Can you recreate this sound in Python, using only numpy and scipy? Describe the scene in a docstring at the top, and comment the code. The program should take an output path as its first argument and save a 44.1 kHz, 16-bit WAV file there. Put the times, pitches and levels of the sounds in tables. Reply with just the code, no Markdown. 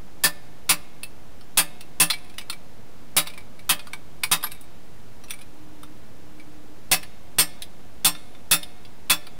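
"""A small workshop: a smith hammers a steel tool into a dished steel sheet on an anvil.
Each heavy blow makes sheet and tools clang and overloads the close microphone. The hand damps
the sheet quickly; the anvil rings on faintly. Between blows, hammer, tool and sheet bounce and
touch with light clinks. Room air and a faint hum lie underneath."""
import sys
import numpy as np
from scipy import signal
from scipy.fft import rfft, irfft, next_fast_len
from scipy.io import wavfile

SR = 44100
rng = np.random.default_rng(int(sys.argv[2]) if len(sys.argv) > 2 else 0)


def master(y):
    """Save y as 16-bit WAV."""
    cut = np.clip(np.atleast_2d(y).T, -1, 1)
    pcm = np.round(cut * 32767)  # scale
    wavfile.write(sys.argv[1], SR, pcm.astype(np.int16))


N = 414079
TOP_HZ = 15780
SHEET_TURNED_S = 5.5


def amp(db):
    return 10 ** (np.asarray(db) / 20)


def unit_rms(x):
    return x / np.sqrt(np.mean(x ** 2) + 1e-20)


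def curve(points, hz):
    """Interpolate (frequency [Hz], value) points on a log frequency axis."""
    freqs, values = np.transpose(points)
    return np.interp(np.log(hz + 1), np.log(freqs + 1), values)


def filtered(x, response):
    """Apply the gain response(hz) by FFT."""
    size = next_fast_len(len(x) + SR // 4)
    return irfft(rfft(x, size) * response(np.fft.rfftfreq(size, 1 / SR)), size)[:len(x)]


def noise(colour_db, size):
    """Unit-rms noise with spectrum colour_db(hz)."""
    return unit_rms(filtered(rng.standard_normal(size), lambda hz: amp(colour_db(hz))))


def decay(t, t60_s):
    return np.exp(-np.log(1000) * t / t60_s)


def band_decay(x, t60_points):
    """Fade each frequency at its own rate."""
    hz, t, spectrum = signal.stft(x, SR, nperseg=256)
    return signal.istft(spectrum * decay(t, curve(t60_points, hz)[:, None]), SR, nperseg=256)[1][:len(x)]


def add(track, start_s, x):
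    part = track[round(start_s * SR):][:len(x)]
    part += x[:len(part)]


def ring(modes, t, scatter_db, blur):
    """Damped sines with scattered levels; chatter widens each line by blur times its frequency."""
    hz, db, t60_s = np.transpose(modes)[:, :, None]
    gain = amp(db + scatter_db * rng.standard_normal(hz.shape))
    drift = np.cumsum(rng.standard_normal((len(hz), len(t))), 1) * np.sqrt(2 * np.pi * blur * hz / SR)
    phase = 2 * np.pi * (hz * t + rng.random(hz.shape)) + drift
    return np.sum(gain * decay(t, t60_s) * np.sin(phase), 0)


# air spectrum: (frequency [Hz], relative density [dB])
AIR_SPECTRUM = [(10, -32), (28, -17), (50, -19.5), (95, -18), (260, -21.5), (360, -25), (710, -29),
                (1150, -34), (1600, -36), (15800, -51)]


def room_air(level_db=-48.5):
    """Steady workshop air, mostly low rumble."""
    return amp(level_db) * noise(lambda hz: curve(AIR_SPECTRUM, hz), N)


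# hum swells: (start [s], end [s], relative level [dB])
HUM_SWELLS = [(5.439, 6.06, -51.5), (6.104, 6.847, -54.5)]


def machine_hum(pitch_hz=303, waver_hz=2.56, fade_s=0.2, gain_db=4.0):
    """A faint, wavering machine tone that swells twice."""
    t = np.arange(N) / SR
    waver = noise(lambda hz: curve([(4, 4), (12, -25), (40, -120)], hz), N)
    swell = sum(amp(db) * np.clip(np.minimum(t - start_s, end_s - t) / fade_s, 0, 1)
                for start_s, end_s, db in HUM_SWELLS)
    return amp(gain_db) * swell * np.sin(2 * np.pi * np.cumsum(pitch_hz + waver_hz * waver) / SR)


# room decay: (frequency [Hz], t60 [s])
ROOM_T60 = [(200, 0.31), (1000, 1), (3500, 0.75), (9000, 0.4), (15000, 0.3)]


def workshop(x, wet_db, build_s=0.0022):
    """Direct sound plus wall reflections."""
    t = np.arange(SR // 2) / SR
    tail = band_decay(rng.standard_normal(len(t)), ROOM_T60) * (1 - np.exp(-t / build_s))
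    wet = signal.fftconvolve(x, tail / np.linalg.norm(tail))
    return np.pad(x, (0, len(wet) - len(x))) + amp(wet_db) * wet


def weak_modes(t, count=230):
    """Plate modes, about evenly spaced: frequencies and their sine and cosine waves."""
    hz = (np.arange(count) + rng.random(count)) * TOP_HZ / count
    phase = 2 * np.pi * hz[:, None] * t
    return hz, np.vstack([np.sin(phase), np.cos(phase)])


def contact_colour(body_db, treble_db, ripple_db, count=70):
    """Spot and force of a contact tilt the spectrum and favour random mode groups; returns dB(hz)."""
    tilt = [(1200, body_db), (2000, 0), (5000, 0), (8000, treble_db)]
    ripple = ripple_db * rng.standard_normal(count)
    return lambda hz: curve(tilt, hz) + np.interp(hz, np.linspace(0, TOP_HZ, count), ripple)


# envelope of the sheet's weak modes: (frequency [Hz], relative level [dB])
SHEET_SPECTRUM = [(300, -20), (600, -8.5), (1000, 0), (1600, -2), (2500, -1.5), (3600, -0.5), (5200, 0),
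                  (6700, -5.5), (8000, 1), (9800, 5.5), (11200, -0.5), (13300, -2), (14300, -0.5),
                  (15300, 1)]


def clash(sheet, contact_db, rattle_db):
    """All weak modes at once plus steel-on-steel rattle; unit rms."""
    mode_hz, waves = sheet
    colour_db = lambda hz: curve(SHEET_SPECTRUM, hz) + contact_db(hz)
    strengths = rng.standard_normal((2, len(mode_hz))) * amp(colour_db(mode_hz))
    rattle = amp(rattle_db) * noise(colour_db, waves.shape[1])
    return unit_rms(unit_rms(strengths.ravel() @ waves) + rattle)


# released modes: (time [s], frequency [Hz], level [dB], t60 [s])
RELEASED_MODES = [(1.573, 2620, -39, 0.42), (1.81, 2690, -45, 0.17), (2.0, 9410, -44, 0.75),
                  (2.383, 2620, -49, .25), (4.315, 3710, -44, 1), (8.047, 9659, -55, 1),
                  (8.512, 9600, -51.5, 0.93)]


def singing_modes():
    """Single modes sing on when the hand lets them go."""
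    out, t = np.zeros(N), np.arange(SR) / SR
    for time_s, *mode in RELEASED_MODES:
        add(out, time_s, ring([mode], t, scatter_db=1, blur=0.0002))
    return out


# loose sheet shifting on the anvil: (start [s], end [s], contact rate [1/s], relative level [dB])
SHEET_SHIFTS = [(2.073, 2.557, 12, -40), (3.239, 3.602, 15, -36), (4.394, 4.694, 13, -36),
                (5.268, 5.432, 25, -37)]


def chatter():
    """Faint random contacts while the sheet shifts; rows as in LIGHT_CONTACTS."""
    return [(start_s + (end_s - start_s) * when, db + 4 * (force - 0.5), -22, -15, 2250 + 450 * pitch, 1)
            for start_s, end_s, rate, db in SHEET_SHIFTS
            for when, force, pitch in rng.random((20, 3))[:round((end_s - start_s) * rate)]]


def bounces(contacts, flight_s=0.03, loss_db=13.5, ping_hz=2310):
    """While loose, the sheet bounces once after each given contact."""
    return [(time_s + flight_s, db - loss_db, body_db, treble_db - 0.5, ping_hz, 2)
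            for time_s, db, body_db, treble_db, *_ in contacts
            if any(start_s < time_s < end_s for start_s, end_s, *_ in SHEET_SHIFTS)]


# hammer, tool and sheet touching; relative levels:
# (time [s], level [dB], body [dB], treble [dB], ping [Hz], ping level [dB])
LIGHT_CONTACTS = [(1.0325, -20, -25, -10, 2640, -1.5), (1.4095, -38.5, -15, -23, 5320, -3),
                  (1.8083, -28.5, -33, -14, 2696, -18), (2.1007, -9.5, -25, -20, 3430, 0.5),
                  (2.1063, -9.5, -21.5, -17.5, 4210, 1.5), (2.3825, -18.5, -20, -19, 1940, -15),
                  (2.4982, -14, -23.5, -15.5, 2650, -11), (3.271, -20.5, -24, -18.5, 3760, -4),
                  (3.3766, -28.5, -13, -16, 2310, 2), (3.7937, -25.5, -21.5, -21, 2480, -1),
                  (3.8705, -28.5, -2.5, -16, 1450, -7), (3.933, -21, -13.5, -16, 2285, 2),
                  (4.2348, -7, -15.5, -15.5, 2270, -4.5), (4.4283, -22, -20, -15, 4750, -8),
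                  (4.438, -13, -5, -12.5, 11600, 2), (4.5181, -26, -26.5, -10.5, 11541, -4),
                  (4.61, -33.5, -35, -2, 9800, -8), (5.238, -34, -14, -15, 5813, -2),
                  (5.2983, -31.5, -15, -18, 9770, 5), (5.3065, -17, -23, -12.5, 5810, -8),
                  (5.8316, -29.5, -8, -12.5, 3628, -7), (6.398, -38.5, -19, -22, 2280, 5),
                  (7.0296, -26.5, -18, -17, 1760, -3.5), (7.621, -20, -30, -16, 3560, -7),
                  (8.1498, -29.5, -17, -26, 3600, 0), (8.3487, -39, -12, -26, 3600, 2),
                  (8.63, -23, -21, -20, 3650, -8), (8.8498, -35, -30, -25, 3420, -5),
                  (9.2683, -29.5, -16.5, -18, 2380, -8)]


def clinks(sheet, t, t60_s=0.057, attack_s=0.00018):
    """Light contacts: a sharp onset, a brief shimmer of the sheet and one ping."""
    out = np.zeros(N)
    # light touch: (frequency [Hz], gain [dB])
    touch = [(400, -16.5), (900, -0.5), (4000, 3), (6700, -7), (9600, 0.5), (11000, -4.5), (15500, -4.5)]
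    attack = 1 - np.exp(-t / attack_s)
    envelope = decay(t, t60_s) + amp(-17) * decay(t, t60_s=0.17)
    contacts = list(LIGHT_CONTACTS) + bounces(LIGHT_CONTACTS) + chatter()
    for time_s, db, body_db, treble_db, ping_hz, ping_db in contacts:
        contact_db = contact_colour(body_db + 21, treble_db + 11.5, ripple_db=4.5)
        shimmer = clash(sheet, lambda hz: curve(touch, hz) + contact_db(hz), rattle_db=-15.5) * envelope
        ping = ring([(ping_hz, ping_db, 1.7 * t60_s)], t, scatter_db=1, blur=0.004)
        add(out, time_s, amp(db - 9) * workshop((shimmer + ping) * attack, wet_db=-27.5))
    return out


def modes_at(modes, time_s):
    """Turning the sheet puts a new spot under the tool, changing the mode levels."""
    turned = time_s > SHEET_TURNED_S
    return [(hz, turned_db if turned else db, t60_s) for hz, db, turned_db, t60_s in modes]


# anvil and hammer head; relative levels: (frequency [Hz], level [dB], level after turn [dB], t60 [s])
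ANVIL_MODES = [(723, -49, -50, 2.1), (765, -59, -53, 0.65), (2160, -46.5, -47.5, 1.06),
               (2450, -43, -45.5, 0.5), (2470, -50, -70, 0.73), (3740, -52.5, -56.5, 1.24),
               (3680, -54.5, -49, 1), (4330, -63, -47.5, 0.63), (5140, -58, -59, 0.594),
               (8532, -57, -60, 0.45), (10000, -53, -64, 0.7)]


def anvil_ring(time_s):
    """Faint, long ring of anvil and hammer head."""
    return ring(modes_at(ANVIL_MODES, time_s), np.arange(SR) / SR, scatter_db=0, blur=0.0002)


def crack_and_mic_thump(t):
    """A blow's first broadband crack, plus the low thump of the overloaded microphone."""
    crack = noise(lambda hz: curve([(300, -7), (1000, -2.5), (15000, -8)], hz), len(t))
    mic_thump = noise(lambda hz: curve([(30, 4), (120, -11), (500, -18), (1500, -60.5)], hz), len(t))
    return amp(-5.5) * crack * decay(t, t60_s=0.0067) + amp(-24.5) * mic_thump * decay(t, t60_s=0.11)


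# damping of the hand-held sheet: (frequency [Hz], t60 [s])
SHEET_T60 = [(600, 0.13), (3000, 0.11), (9000, 0.085), (15000, 0.094)]
# sheet and tools; relative levels: (frequency [Hz], level [dB], level after turn [dB], t60 [s])
STRONG_MODES = [(167.3, -20, -22, 0.22), (301.4, -25.5, -25.5, 0.25), (590, -32.5, -34, 0.41),
                (785, -15.5, -20.5, 0.11), (1027, -11.5, -21, 0.096), (1213, -28, -43, 0.27),
                (1763, -29, -30, 0.3), (2045, -16, -36, 0.064), (2594, -6.5, -7, 0.105),
                (2800, -17, -15.5, 0.12), (3374, -2.5, -1.5, 0.061), (3745, -2, -1.5, 0.049),
                (4290, -62.5, -5, 0.084), (4730, -8, -11, 0.102), (5450, -32, -15.5, 0.16),
                (7560, -18, -9, 0.12), (8630, -1, -0.5, 0.047), (9500, -15, -30, 0.047),
                (9750, -52, 4.5, 0.046), (10470, 3.5, -2, 0.033), (12970, -9, -8, 0.11)]
# blows; relative levels: (time [s], force [dB], body [dB], clang [Hz], clang level [dB], ping [Hz])
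HAMMER_BLOWS = [(0.237, -6, 1.5, 1772, -13, 9652), (0.6922, -5.5, -1, 2548, -28, 9360),
                (1.5732, -3.5, -2, 2675, -17.5, 9360), (2.0001, -2.5, -5, 2670, -11.5, 9404),
                (3.166, -6.5, -3, 3832, -16, 10460), (3.693, -8, -2, 3210, -15.5, 9160),
                (4.3146, -8, -3, 3730, -9.5, 9150), (6.9145, -6, 0, 2597, -13.5, 10440),
                (7.385, -3.4, -3, 5205, -18, 8585), (8.047, -3.5, 1, 3500, -16, 8565),
                (8.512, -2.5, 1, 3590, -15, 10100), (9.098, -6, -1.5, 3460, -10, 2586)]


def hammer_blows(sheet, t, spread_s=0.01):
    """Each blow spreads through the sheet and favours two modes; harder blows are brighter."""
    out = np.zeros(N)
    spread = 1 - np.exp(-t / spread_s)
    for time_s, force_db, body_db, clang_hz, clang_db, ping_hz in HAMMER_BLOWS:
        treble_db, ping_db = 2.5 + 0.63 * force_db, -1 + 2 * force_db
        contact_db = contact_colour(body_db, treble_db, ripple_db=2.5)
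        weak = band_decay(clash(sheet, contact_db, rattle_db=3), SHEET_T60)
        clang_and_ping = [(clang_hz, clang_db, 0.115), (ping_hz, ping_db, 0.1)]
        favoured = ring(clang_and_ping, t, scatter_db=1.5, blur=0.0033)
        strong = ring(modes_at(STRONG_MODES, time_s), t, scatter_db=1.5, blur=0.0048)
        steel = (amp(5.5) * weak + amp(9.5) * favoured + strong) * spread
        add(out, time_s, amp(force_db) * workshop(crack_and_mic_thump(t) + steel, wet_db=-30))
        add(out, time_s, amp(force_db) * anvil_ring(time_s))
    return out


def scene():
    """Mono mix; blows and clinks share one sheet."""
    t = np.arange(SR // 3) / SR
    sheet = weak_modes(t)
    return (hammer_blows(sheet, t) + singing_modes() + clinks(sheet, t) + room_air() + machine_hum())[None]


def record(dry, ceiling=0.29, hardness=22.0, dc_offset=0.036):
    """Microphone saturation on the blows, then a steep band limit and a DC offset."""
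    saturated = dry[0] / (1 + np.abs(dry[0] / ceiling) ** hardness) ** (1 / hardness)
    band_limited = filtered(saturated, lambda hz: 1 / (1 + (hz / TOP_HZ) ** 240))
    return (band_limited + dc_offset)[None]


dry = scene()
out = record(dry)
master(out)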